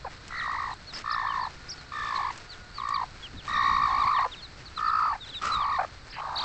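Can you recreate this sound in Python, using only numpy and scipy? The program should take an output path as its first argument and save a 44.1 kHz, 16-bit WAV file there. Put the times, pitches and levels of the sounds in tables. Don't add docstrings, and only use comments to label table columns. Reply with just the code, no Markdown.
import sys
import numpy as np
from scipy import signal
from scipy.fft import rfft, irfft, next_fast_len
from scipy.io import wavfile
from scipy.ndimage import map_coordinates

SR = 44100
rng = np.random.default_rng(int(sys.argv[2]) if len(sys.argv) > 2 else 0)


def wrap_up_sound(samples):
    columns = np.atleast_2d(samples).T
    tamed = np.clip(columns, -1, 1)
    steps = np.round(tamed * 32767).astype(np.int16)
    wavfile.write(sys.argv[1], SR, steps)


N = 284299


def amp(db):
    return 10 ** (np.asarray(db) / 20)


def unit(x):
    return x / np.sqrt(np.mean(x ** 2) + 1e-20)


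def along(points, hz):
    point_hz, value = np.transpose(points)
    return np.interp(np.log(hz + 1), np.log(point_hz + 1), value)


def wobble(rate):
    points = rng.standard_normal(int(N * rate / SR) + 4)
    return map_coordinates(points, [np.arange(N) * rate / SR])


def filtered(x, response):
    padded = next_fast_len(N + SR // 2)
    hz = np.fft.rfftfreq(padded, 1 / SR)
    return irfft(rfft(x, padded) * response(hz), padded)[:N]


def coloured(x, spectrum):
    return filtered(x, lambda hz: amp(along(spectrum, hz)))


def noise():
    return rng.standard_normal(N)


def add(track, s, sound):
    part = track[max(round(s * SR), 0):][:len(sound)]
    part += sound[:len(part)]


def progress(length):
    return np.linspace(0, 1, max(int(length * SR), 8))


def swell(u, fullness):
    return np.abs(np.sin(np.pi * u)) ** fullness


def strokes(rows):
    gain = np.zeros(N)
    for s, length, db in rows:
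        add(gain, s, amp(db) * swell(progress(length), 0.084))
    return gain


def whistle(hz, overtones_db, rough):
    tremble = np.interp(np.arange(len(hz)), np.linspace(0, len(hz), 14), rng.standard_normal(14))
    phase = 2 * np.pi * np.cumsum(hz * (1 + rough * tremble)) / SR
    phase = phase - phase[len(hz) // 2]
    overtones = sum(amp(db) * np.sin(k * phase) for k, db in enumerate(overtones_db, 2))
    return np.sin(phase) + overtones


# (frequency [Hz], relative level [dB per Hz])
AIR_COLOUR = [(20, 11.5), (50, 11.5), (120, 8.5), (200, -1), (900, -10), (1450, -1.5), (3000, -19),
              (4300, -5), (6300, -24), (7600, -23.5)]


def yard():
    drift_db = .6 * wobble(3)
    air = amp(-47.5 + drift_db) * unit(coloured(noise(), AIR_COLOUR))
    for s in [1.53, 2.36]:
        u = progress(.42)
        hz = 700 * (1 + .03 * swell(u, 1))
        add(air, s, amp(-64.0) * swell(u, 0.29) * whistle(hz, overtones_db=[11], rough=0.011))
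    return air


# (time [s], length [s], level [dB])
CLOTHING_SHIFTS = [(3.335, 0.057, -42.5), (3.5, 0.57, -45), (5.53, 0.076, -42.5)]
# (frequency [Hz], relative level [dB per Hz])
CLOTHING_COLOUR = [(20, -8.5), (50, -1.5), (120, -9.5), (220, -12.5), (450, -25.5), (1500, -53)]


def clothing():
    lumps = amp(2.5 * wobble(30))
    return strokes(CLOTHING_SHIFTS) * lumps * unit(coloured(noise(), CLOTHING_COLOUR))


# (frequency [Hz], time [s])
COOP_DECAY = [(200, 0.078), (1500, 0.24), (8000, 0.12)]
COOP_DB = -20


def coop(x):
    hz, t, z = signal.stft(rng.standard_normal(SR // 3), SR, nperseg=256)
    fade_db = -60 * t / along(COOP_DECAY, hz)[:, None]
    tail = signal.istft(z * amp(fade_db), SR, nperseg=256)[1]
    delayed = np.pad(x, (SR // 300, 0))
    return signal.fftconvolve(delayed, tail / np.linalg.norm(tail))[:N]


# (time [s], length [s], level [dB])
RUSTLES = [(.925, 0.1, -45.5), (1.92, 0.55, -53), (3.45, 0.71, -55), (5.42, 0.13, -41), (6.38, 0.44, -44.5)]
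# (frequency [Hz], relative level [dB per Hz])
STRAW_COLOUR = [(400, 0), (2000, 3.5), (3500, -4), (5100, -4), (7600, -12.5)]
# (time [s], approximate peak level [dB])
STRAW_SNAPS = [(0.28, -22), (0.738, -27), (0.989, -22), (2.3232, -32), (2.3767, -22.5), (2.8884, -20.5),
               (4.207, -28), (4.698, -36), (5.455, -15.5), (5.4788, -28)]


def nest():
    grains = noise() * (rng.random(N) < 1000 / SR)
    crackle = unit(coloured(unit(grains) + 0.86 * noise(), STRAW_COLOUR))
    snaps, t = np.zeros(N), np.arange(SR // 20) / SR
    for s, db in STRAW_SNAPS:
        add(snaps, s, amp(db - 13.0 - 60 * t / 0.031) * rng.standard_normal(len(t)))
    strength = strokes(RUSTLES) + amp(-51.5)
    return strength * amp(2.24 * wobble(25)) * crackle + snaps


# (time [s], length [s], level [dB])
SCRAPE_STROKES = [(6.125, 0.083, -44.5)]
# (frequency [Hz], relative level [dB per Hz])
SCRAPE_TONE = [(900, -15), (1700, 11), (2600, 8), (3100, 7), (3600, -28), (8000, -32)]


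def scrape():
    return strokes(SCRAPE_STROKES) * unit(coloured(noise(), SCRAPE_TONE))


# (time [s], length [s], top pitch [Hz], share of the pitch lost [0-1], level [dB])
CHICK_PEEPS = [(0.369, 0.055, 4530, 0.44, -40.5), (0.712, 0.03, 4200, 0.15, -43.5),
               (0.869, 0.053, 4420, 0.23, -40.5), (1.089, 0.037, 4440, 0.19, -47),
               (1.29, 0.04, 3140, 0.13, -42), (1.404, 0.073, 4650, 0.24, -42.5),
               (1.777, 0.043, 4480, 0.15, -45.5), (2.491, 0.058, 4590, 0.34, -41),
               (2.742, 0.077, 4690, 0.39, -41), (2.938, 0.033, 4710, 0.39, -34.5),
               (3.225, 0.052, 3390, 0.25, -37.5), (3.368, 0.052, 3940, 0.41, -43.5),
               (3.866, 0.06, 3850, 0.18, -44), (3.996, 0.046, 3900, 0.16, -39),
               (4.126, 0.078, 3960, 0.55, -40), (4.315, 0.04, 3830, 0.43, -37.5),
               (4.36, 0.062, 3850, 0.24, -45), (4.42, 0.047, 4320, 0.18, -39),
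               (4.654, 0.035, 4560, 0.23, -42), (4.762, 0.032, 4170, 0.28, -35.5),
               (4.852, 0.057, 4700, 0.29, -39.5), (5.205, 0.053, 3810, 0.18, -38.5),
               (5.256, 0.041, 4120, 0.37, -43), (5.288, 0.027, 4070, 0.21, -39),
               (5.321, 0.042, 3450, 0.43, -40), (5.341, 0.053, 3920, 0.15, -32.5),
               (5.516, 0.059, 4046, 0.12, -29.5), (5.584, 0.065, 3730, 0.26, -40)]
# (time [s], length [s], centre pitch [Hz], warbles [per s],
#                         warble depth [share of pitch], level [dB])
CHICK_TRILLS = [(0.934, 0.065, 5100, 30, 0, -36), (1.1, 0.061, 4770, 30, 0.15, -36.5),
                (1.688, 0.056, 5180, 28, 0.09, -35), (2.152, 0.032, 4150, 37, 0, -37),
                (6.096, 0.085, 4560, 31, 0.11, -45), (6.356, 0.083, 4210, 36.5, 0.12, -28.5)]
SECOND_VOICE, SECOND_VOICE_DB = 0.91, -8.5


def chicks():
    out = np.zeros(N)
    for s, length, top_hz, drop, db in CHICK_PEEPS:
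        u = progress(length)
        peep = whistle(top_hz * (1 - drop * u ** 2), overtones_db=[-27], rough=0.011)
        add(out, s, amp(db) * swell(u ** 0.78, 0.56) * peep)
    for s, length, centre_hz, rate, depth, db in CHICK_TRILLS:
        u = progress(length)
        warble = depth * np.cos(2 * np.pi * rate * length * (u - 1) + .6)
        sink = .07 * (.5 - u)
        hz = centre_hz * (1 + warble + sink)
        first = whistle(hz, overtones_db=[], rough=0.038)
        second = whistle(SECOND_VOICE * hz, overtones_db=[], rough=0.069)
        add(out, s, amp(db) * swell(u ** 0.63, 0.5) * (first + amp(SECOND_VOICE_DB) * second))
    return out


REST_RATE, SLOWING_S = 52, 0.3
# (time [s], length [s], middle pitch [Hz], level before the throat [dB])
HEN_CLUCKS = [(0.046, 0.0128, 488, -23), (0.058, 0.027, 788, -29.5), (4.184, 0.036, 889, -21.5),
              (4.243, 0.014, 830, -24), (4.256, 0.0158, 499, -21.5), (5.124, 0.043, 830, -26),
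              (5.786, 0.062, 732, -17.5), (5.846, 0.0055, 624, -20)]
CATCH_LOSS_DB = 4.5


def clucks():
    voice = np.zeros(N)
    for s, length, pitch_hz, db in HEN_CLUCKS:
        catches = max(round(length * REST_RATE), 1)
        u = progress(length / catches)
        for k in range(catches):
            note = whistle(pitch_hz * (1 + 0.1 * (.5 - u)), overtones_db=[-7, -18], rough=0.13)
            add(voice, s + k * length / catches, amp(db - CATCH_LOSS_DB * k) * swell(u, 0.9) * note)
    return voice


def gruff_note(pitch, length, rough):
    u = progress(length)
    hz = pitch * (1 + .2 * (2 * u - 1) ** 2)
    return unit(swell(u, 1) * whistle(hz, [-12, -22], rough))


def high_note(pitch, length, rough, bright_db):
    u = progress(length)
    hz = pitch * (1 + .035 * (.5 - u))
    return unit(swell(u, .55) * whistle(hz, np.array([-11, -22]) + bright_db, rough * .3))


SWEEP = 0.83


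def low_note(pitch, length, share, sag, rough, bright_db):
    u = progress(length)
    arch = sag * (.1 - np.abs(2 * u - 1) ** 2.83)
    sweep = SWEEP * (1 - share) ** 3 * (.5 - u)
    fullness = max(2.4 - 1.83 * share, .3)
    tone = whistle(pitch * (1 + arch + sweep), np.array([-23, -33, -31]) + bright_db, rough * .55)
    return unit(swell(u ** .9, fullness) * tone)


RATTLE_DB, RATTLE_ROUGH = -16.5, 0.058


def rattle(hz, length):
    u = progress(length)
    return amp(RATTLE_DB) * swell(u, 1.4) * whistle(np.full(len(u), hz), [], RATTLE_ROUGH)


LEAP_AT_S, LEAP_WIDTH_S, SAG_HZ_PER_S = 0.06, 0.08, 7.7
SWELL_DB = 8
HIGH_RISE_S, HIGH_RISE_DB = 0.068, 10
FRAY_S, FRAY_DROOP, FRAY_DB, FRAY_ROUGH, DROOP_S = 0.018, 0.26, 6.5, 0.25, 0.022
HIGH_FRAY_DB = 23.5
WANDER, WANDER_PER_S = 0.0073, 15
SHARE_GROWTH, SHARE_SCATTER = 0.42, 0.045
SCATTER_DB, COLOUR_SCATTER_DB = 1.1, 2.2
SLIP_PITCH, SLIP_PULL = 0.757, 0.036
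# (time [s], length [s], level before the throat [dB])
GRUFF_SLIPS = [(1.21, 0.037, -39), (2.18, 0.04, -32.5), (3.88, 0.13, -33), (4.04, 0.064, -38),
               (5.0, 0.115, -34), (5.585, 0.14, -33.5)]
# (time [s], length [s], level before the throat [dB])
HIGH_FLARES = [(4.14, 0.085, -37), (5.725, 0.043, -37)]


def growl(start, length, pitch_hz, leap, db, swell_s, mean_share, high_hz, high_peak_db, fade_db_per_s,
          rate, roughness, bright_db, rattle_hz):
    voice, slips, flares = np.zeros(N), strokes(GRUFF_SLIPS), strokes(HIGH_FLARES)
    pitch_drift = rng.standard_normal(32)
    t = 0
    for chance in rng.standard_normal((64, 6)):
        if t > length:
            break
        u = t / length
        period = 1 / (REST_RATE + (rate - REST_RATE) * np.exp(-t / SLOWING_S))
        centre = start + t
        gap = centre + period / 2
        now = min(int(gap * SR), N - 1)
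        fray = np.exp((t - length) / FRAY_S)

        low_db = db - SWELL_DB * max(1 - t / swell_s, 0) - FRAY_DB * fray + SCATTER_DB * chance[3]
        high_db = high_peak_db - HIGH_RISE_DB * max(1 - t / HIGH_RISE_S, 0)
        high_db -= fade_db_per_s * max(t - HIGH_RISE_S, 0) + HIGH_FRAY_DB * fray
        rough = roughness + FRAY_ROUGH * fray
        colour_db = bright_db + COLOUR_SCATTER_DB * chance[5]

        drift = np.interp(t * WANDER_PER_S, np.arange(len(pitch_drift)), pitch_drift)
        pitch = pitch_hz - SAG_HZ_PER_S * t
        pitch *= 1 + leap * np.exp(-((t - LEAP_AT_S) / LEAP_WIDTH_S) ** 2)
        pitch *= 1 - FRAY_DROOP * np.exp((t - length) / DROOP_S)
        pitch *= 1 + WANDER * drift + 0.12 * rough * chance[1] - SLIP_PULL * (slips[now] > 0)

        share = np.clip(mean_share + SHARE_GROWTH * (u - .5) + SHARE_SCATTER * chance[0], .2, .95)
        sag = min(0.35 * share ** 2.4 * np.exp(0.25 * chance[2]), .7)
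        low = period * (share + .15)
        high = period * max(1.3 - share, .5)

        low_size = amp(low_db) * np.sqrt(period / low)
        add(voice, centre - low / 2, low_size * low_note(pitch, low, share, sag, rough, colour_db))
        add(voice, centre - low / 2, low_size * rattle(rattle_hz, low))
        high_size = (amp(high_db + SCATTER_DB * chance[4]) + flares[now]) * np.sqrt(period / high)
        high_pitch = high_hz * (1 + 0.031 * (.5 - u))
        add(voice, gap - high / 2, high_size * high_note(high_pitch, high, rough, colour_db))
        gruff = gruff_note(SLIP_PITCH * pitch, period / 2, rough)
        add(voice, gap - period / 4, slips[now] * gruff)
        t += period
    return voice


# (time [s], length [s], base pitch [Hz], opening leap [share of pitch],
#          low note's level before scatter and throat [dB], swell [s], low note's mean share of a cycle [0-1],
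#          high note's pitch [Hz], its level before scatter and throat [dB],
#          its fading [dB per s; negative grows], opening flutter rate [per s],
#          base roughness [0-1], overtone brightness [dB], rattle pitch [Hz])
HEN_GROWLS = [(0.309, 0.43, 1104, 0.29, -34, 0.19, 0.53, 1904, -33, 23, 60, 0.21, -3.5, 4330),
              (1.046, 0.44, 1050, 0.16, -31.5, 0.027, 0.55, 1790, -33.5, 19, 59.8, 0.18, 2.5, 4330),
              (1.923, 0.4, 1082, 0.11, -31, 0.25, 0.59, 1747, -33, 33, 61, 0.14, 8, 4450),
              (2.786, 0.26, 1113, 0, -28.5, 0.19, 0.57, 1863, -43.5, 7, 57.5, 0.12, 4, 4420),
              (3.483, 0.78, 1137, 0.037, -25.5, 0.13, 0.75, 1848, -27.5, 37, 63.3, 0.12, 6, 4356),
              (4.779, 0.36, 1297, 0, -25, 0.11, 0.78, 1763, -39.5, 39, 57.8, 0.12, -3.5, 4650),
              (5.422, 0.39, 1186, 0.067, -29, 0.018, 1, 1880, -51.5, 6, 60, 0.12, 3.5, 4260),
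              (6.17, 0.44, 938, 0.11, -35, 0.005, 1, 1530, -45.5, -1, 58, 0.44, -8, 3880)]
# (frequency [Hz], gain [dB])
THROAT_COLOUR = [(300, -22.5), (800, -1), (1000, 0), (1200, 2), (1550, -5), (1800, -1), (2400, -1.5),
                 (2900, -8.5), (3450, -12.5), (3800, -2.5), (4600, -0.5), (5100, -8.5), (8000, -8.5)]


def hen():
    voice = sum(growl(*row) for row in HEN_GROWLS) + clucks()
    hoarse_air = unit(coloured(noise(), [(400, -15.0), (1500, -0.5), (8000, -25.0)]))
    return coloured(voice + amp(-28) * voice * hoarse_air, THROAT_COLOUR)


def scene():
    near = hen() + chicks() + nest() + scrape()
    return (near + amp(COOP_DB) * coop(near) + clothing() + yard())[None]


TOP_HZ = 8150


def record(dry):
    return filtered(dry[0], lambda hz: 1 / np.sqrt(1 + (hz / TOP_HZ) ** 120))[None]


dry = scene()
out = record(dry)
wrap_up_sound(out)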